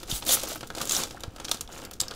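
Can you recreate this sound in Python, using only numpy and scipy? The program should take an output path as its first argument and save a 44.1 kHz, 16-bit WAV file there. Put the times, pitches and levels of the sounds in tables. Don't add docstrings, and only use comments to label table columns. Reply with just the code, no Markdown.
import sys
import numpy as np
from scipy import signal
from scipy.fft import rfft, irfft
from scipy.io import wavfile

SR = 44100
rng = np.random.default_rng(int(sys.argv[2]) if len(sys.argv) > 2 else 0)


def pcm_store(signal):
    levels = np.round(np.clip(np.atleast_2d(signal), -1, 1) * 32767)
    wavfile.write(sys.argv[1], SR, levels.astype(np.int16).T)


N = 94815
TIME = np.arange(N) / SR

# (frequency [Hz], relative level [dB])
FILM_SPECTRUM = [(300, -37), (1200, -6), (1900, -15.5), (2700, -8.5), (3400, 1.6), (5400, 1.5), (7000, 3),
                 (8500, 0.5), (10500, -2.5), (13000, -2), (16000, -8)]
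# (frequency [Hz], relative level [dB])
BODY_SPECTRUM = [(60, -7), (185, -2.5), (310, 2.5), (420, -1), (540, 3), (640, -3.5), (760, 0.5),
                 (1020, -6.5), (1350, -1), (1900, -12), (3000, -9), (8000, -47)]
BODY_RISE_S = 0.0005


def from_db(db):
    return 10 ** (np.asarray(db) / 20)


def rms_one(x):
    return x / np.sqrt(np.mean(x ** 2) + 1e-20)


def unit_snap(x):
    span_s = 0.005
    return x / np.sqrt(np.sum(x ** 2) / (span_s * SR))


def add(out, s, sound):
    start = max(int(s * SR), 0)
    out[start:start + len(sound)] += sound[:max(N - start, 0)]


def colour(x, spectrum, tilt_db=0, size=2048):
    tilt_pivot_hz = 5000
    hz, db = np.transpose(spectrum)
    f = np.maximum(np.arange(size // 2 + 1) * SR / size, 1)
    octaves = np.clip(np.log2(f / tilt_pivot_hz), -1, 2)
    level = np.interp(np.log(f), np.log(hz), db) + tilt_db * octaves
    cepstrum = irfft(np.log(from_db(level)))[:size // 2]
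    cepstrum[1:] *= 2
    impulse = irfft(np.exp(rfft(cepstrum, size)))
    return signal.fftconvolve(x, impulse)[:len(x)]


def even(x, span_s):
    window = signal.windows.hann(int(2 * span_s * SR) + 1)
    power = signal.fftconvolve(x ** 2, window / window.sum(), "same")
    return x / np.sqrt(np.abs(power) + 1e-12)


def resonance(x, hz, width_hz):
    r = np.exp(-np.pi * width_hz / SR)
    zeros = (1 - r * r) / 2 * np.array([1, 0, -1])
    poles = [1, -2 * r * np.cos(2 * np.pi * hz / SR), r * r]
    return signal.lfilter(zeros, poles, x)


def clicks(per_s, spread_db):
    sizes = from_db(spread_db * np.minimum(rng.exponential(1, N), 5))
    return sizes * (rng.random(N) < per_s / SR)


def grains(per_s, spread_db, decay_s):
    keep = np.exp(-1 / (decay_s * SR))
    envelope = signal.lfilter([1], [1, -keep], clicks(per_s, spread_db) + 1e-9)
    return envelope * rng.standard_normal(N)


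def flutter(rise_s, decay_s, size=2048):
    grit_spread = 0.43
    t = np.arange(size) / SR
    loudness = np.exp(grit_spread * np.repeat(rng.standard_normal(size // 16), 16))
    grit = rng.standard_normal(size) * loudness
    return grit * (1 - np.exp(-t / rise_s)) * np.exp(-t / decay_s)


def facets(count=48):
    per_s, spread_db, width_hz = 1200, 1.5, 94
    breaks = clicks(per_s, spread_db) * rng.choice([-1, 1], N)
    dealt = rng.integers(0, count, N)
    pitches_hz = np.linspace(2400, 12000, count) * rng.uniform(.98, 1.02, count)
    return sum(resonance(breaks * (dealt == k) + 1e-18, hz, width_hz) for k, hz in enumerate(pitches_hz))


def tearing(spectrum):
    per_s, spread_db, even_s = 9000, 2.5, 0.016
    facet_db = -2.5
    breaks = clicks(per_s, spread_db) * rng.choice([-1, 1], N)
    mix = rms_one(breaks) + from_db(facet_db) * rms_one(facets())
    return even(colour(mix, spectrum), even_s)


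def seam():
    # (time [s], level [dB], top hiss relative to level [dB])
    rips = [
        [(.085, -58, -13), (.104, -36.5, -0.5), (.13, -37.5, -1.5), (.16, -35.5, 2), (.185, -41.5, 1),
         (.205, -58, 14)],
        [(.26, -47, 0), (.283, -31, 4), (.31, -23.5, -3.5), (.325, -22.5, 2.5), (.346, -28, 9), (.354, -33, 11),
         (.362, -41, -7)],
        [(.80, -49, -1), (.822, -36, -2), (.85, -54, 0), (.89, -40.5, -2), (.925, -30.5, 0.5),
         (.955, -28.5, -9.5), (.98, -34.5, 2.5), (1.036, -36, -12), (1.062, -48, -12)],
    ]
    # (frequency [Hz], relative level [dB])
    seam_spectrum = [(300, -19), (1300, -6.5), (1900, -10), (2800, -6), (3350, -0.3), (5200, -4.5),
                     (7000, -0.5), (8500, -6), (10500, -17), (16000, -27)]
    # (frequency [Hz], relative level [dB])
    hiss_spectrum = [(2000, -23.5), (7000, -8), (10400, 0), (11800, -5), (13500, -0.5), (16000, -4)]
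    ring, hiss = tearing(seam_spectrum), tearing(hiss_spectrum)
    out = np.zeros(N)
    for rip in rips:
        s, db, hiss_db = np.transpose(rip)
        gain = from_db(np.interp(TIME, s, db, -np.inf, -np.inf))
        hiss_gain = from_db(np.interp(TIME, s, hiss_db))
        out += gain * (ring + hiss_gain * hiss)
    return out


def cracks():
    # (time [s], level [dB], ring pitch [Hz])
    crack_table = [(0.1134, -25, 3300), (0.2913, -22.5, 3580), (.396, -35, 3420), (.471, -37, 6200),
                   (0.8728, -32, 7000), (0.8945, -22.5, 6500), (0.9197, -21, 7200), (0.949, -24.5, 7850),
                   (0.965, -22.5, 5860), (1.4511, -32.5, 6300), (1.571, -43, 3400), (1.676, -44.5, 3300),
                   (1.727, -42, 6670), (1.778, -43, 6650), (1.999, -37, 7800), (2.002, -21.5, 4920),
                   (2.0028, -24.5, 7900), (2.007, -35, 5170), (2.0126, -23, 7770), (2.082, -33.5, 5270)]
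    rise_s, decay_s, tilt_db_per_octave = 0.00004, 0.0032, -3
    ring_db, ring_width_hz = 11, 640
    out = np.zeros(N)
    for s, db, hz in crack_table:
        film = colour(flutter(rise_s, decay_s), FILM_SPECTRUM, tilt_db_per_octave)
        ring = from_db(ring_db) * resonance(film, hz, ring_width_hz)
        add(out, s, from_db(db) * unit_snap(film + ring))
    return out


def snaps():
    # (time [s], level before trims [dB], hollow body relative to level, before
    # its trim [dB], brightness tilt [dB per octave])
    snap_table = [(.031, -38.5, -1.5, -5), (0.2229, -35, -5, -15.5), (.250, -37.5, -11, 5),
                  (0.265, -30.5, -7, 1), (0.3694, -36, 0, -26), (.433, -30, -1.5, 3), (.486, -34, -21, 8),
                  (0.557, -37, 2.5, 8), (0.608, -39, 0, -5.5), (.630, -43, 8.5, -6.5),
                  (.672, -42, -19, 1.5), (0.7019, -39.5, 3.5, -7), (0.75, -35, -4, -5),
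                  (0.7825, -34, -5, -9), (0.8139, -27.5, -4, -5.5), (0.853, -33, -11, 2.5),
                  (0.909, -25.5, -13, -5), (1.034, -27, -14, -5.5), (1.108, -39, -4, -7),
                  (1.205, -41.5, -15, -2.5), (1.2348, -33.5, -1, -6.5), (1.361, -44, 0.5, -5),
                  (1.383, -52.5, 9.5, -9), (1.3989, -39, 3, -5.5), (1.414, -47, -4, -17),
                  (1.4455, -36, -3, -7.5), (1.483, -33.5, -9, -8.5), (1.4919, -37, -2, -1),
                  (1.5141, -19, -22, -4.5), (1.544, -34, -3.5, -4.5), (1.6092, -28.5, -14, -1.5),
                  (1.85, -38, -7, -1.5), (1.911, -40.5, -5, 1), (1.9341, -40.5, -9, -1),
                  (2.0194, -40.5, 2, 7), (2.033, -39.5, -3, -11), (2.11, -35, -6.5, -10.5),
                  (2.138, -43.5, -14, -8)]
    rise_s, soft_decay_s, body_decay_s = 0.0005, 0.0037, 0.008
    snap_trim_db, body_trim_db = 0.5, 1
    soft_snap_db, quickening = -35, 0.19
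    out = np.zeros(N)
    for s, db, body_db, tilt_db in snap_table:
        decay_s = soft_decay_s * from_db(quickening * min(soft_snap_db - db, 0))
        snap = unit_snap(colour(flutter(rise_s, decay_s), FILM_SPECTRUM, tilt_db))
        knock = unit_snap(colour(flutter(BODY_RISE_S, body_decay_s), BODY_SPECTRUM))
        add(out, s, from_db(db + snap_trim_db) * snap)
        add(out, s, from_db(db + body_db + body_trim_db) * knock)
    return out


def pops():
    # (time [s], level [dB], pitch [Hz])
    pop_table = [(.291, -32, 680), (.436, -36, 560), (.5, -35, 327), (.515, -35, 580), (.633, -40.5, 1340),
                 (.702, -37.5, 1480), (.774, -32.5, 456), (.806, -32.5, 1210), (1.145, -39, 750),
                 (1.171, -41, 1410), (1.515, -34.5, 770), (1.69, -42, 725), (2.11, -38, 387),
                 (2.119, -39.5, 1300)]
    decay_s = 0.0037
    width_hz = 310
    out = np.zeros(N)
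    for s, db, hz in pop_table:
        pop = resonance(flutter(BODY_RISE_S, decay_s), hz, width_hz)
        pop = resonance(pop, hz, width_hz)
        add(out, s, from_db(db) * unit_snap(pop))
    return out


def handling():
    # (time [s], fine crinkle level [dB], hollow crumple level [dB])
    handling_curve = [(0, -48.5, -49), (.055, -57.5, -58), (.10, -37, -41.5), (.21, -52.5, -52.5),
                      (.255, -40.5, -44.5), (.29, -37, -34.5), (.345, -34.5, -36), (.40, -36.5, -47),
                      (.47, -41, -42), (0.521, -35, -40.5), (.60, -53.5, -62), (0.734, -57.5, -54),
                      (0.768, -41, -42), (.83, -42, -40), (.88, -46.5, -45), (1.002, -37.5, -33),
                      (1.09, -49, -50.5), (1.19, -57.5, -51.5), (1.32, -63.5, -57), (1.50, -50.5, -47.5),
                      (1.535, -42.5, -47.5), (1.59, -55.5, -51.5), (1.668, -68, -56), (1.715, -49, -46.5),
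                      (1.83, -48, -43), (1.89, -65, -50.5), (1.94, -53, -50.5), (1.995, -69, -68),
                      (2.02, -58, -51), (2.07, -61, -47), (2.15, -54, -47.5)]
    # (frequency [Hz], relative level [dB])
    crinkle_spectrum = [(500, -17), (1900, -4.5), (3400, 4), (7000, 4.5), (8500, 1.5), (16000, -8)]
    even_s = 0.016
    s, crinkle_db, crumple_db = np.transpose(handling_curve)
    crinkle_grains = grains(per_s=650, spread_db=2.5, decay_s=0.0027)
    crumple_grains = grains(per_s=200, spread_db=0.1, decay_s=0.0053)
    crinkle = even(colour(crinkle_grains, crinkle_spectrum), even_s)
    crumple = even(colour(crumple_grains, BODY_SPECTRUM), even_s)
    crinkle_gain = from_db(np.interp(TIME, s, crinkle_db))
    crumple_gain = from_db(np.interp(TIME, s, crumple_db))
    return crinkle_gain * crinkle + crumple_gain * crumple


def puffs():
    # (time [s], level [dB], pitch [Hz], decay [s])
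    puff_table = [(0.125, -17.5, 127, 0.0027), (0.13, -27, 49.4, 0.025), (0.631, -37, 122, 0.013),
                  (1.279, -24, 98, 0.0069), (2.013, -33, 96, 0.011)]
    out = np.zeros(N)
    for s, db, hz, decay_s in puff_table:
        swing = np.sin(2 * np.pi * hz * TIME) * np.exp(-TIME / decay_s)
        add(out, s, from_db(db) * swing)
    return out


def room(x):
    # (frequency [Hz], relative level [dB])
    room_spectrum = [(100, 3), (2000, 2), (7000, -1), (11000, 0), (16000, 3.5)]
    tail_db = -13
    low_t60_s, top_t60_s, onset_s = 0.21, 0.16, 0.0026
    t = TIME[:SR // 2]
    white = rng.standard_normal(len(t))
    low = signal.sosfilt(signal.butter(1, 6000, fs=SR, output="sos"), white)
    top = white - low
    tail = low * from_db(-60 * t / low_t60_s) + top * from_db(-60 * t / top_t60_s)
    tail *= t > onset_s
    tail = colour(tail / np.sqrt(np.sum(tail ** 2)), room_spectrum)
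    return from_db(tail_db) * signal.fftconvolve(x, tail)[:N]


def rumble():
    # (frequency [Hz], relative level [dB])
    rumble_spectrum = [(15, 4), (40, -1.5), (92, -1.5), (140, -10), (300, -8), (700, -23.5), (16000, -68)]
    middle_db, fade_db_per_s = -47.5, 1
    db = middle_db - fade_db_per_s * (TIME - TIME.mean())
    noise = colour(rng.standard_normal(N + SR), rumble_spectrum, size=8192)[SR:]
    return from_db(db) * rms_one(noise)


def scene():
    bag = seam() + cracks() + snaps() + pops() + handling()
    return (bag + room(bag) + puffs() + rumble())[None]


def record(dry):
    cutoff_hz = 15650
    return signal.sosfilt(signal.ellip(10, .2, 80, cutoff_hz, fs=SR, output="sos"), dry)


dry = scene()
out = record(dry)
pcm_store(out)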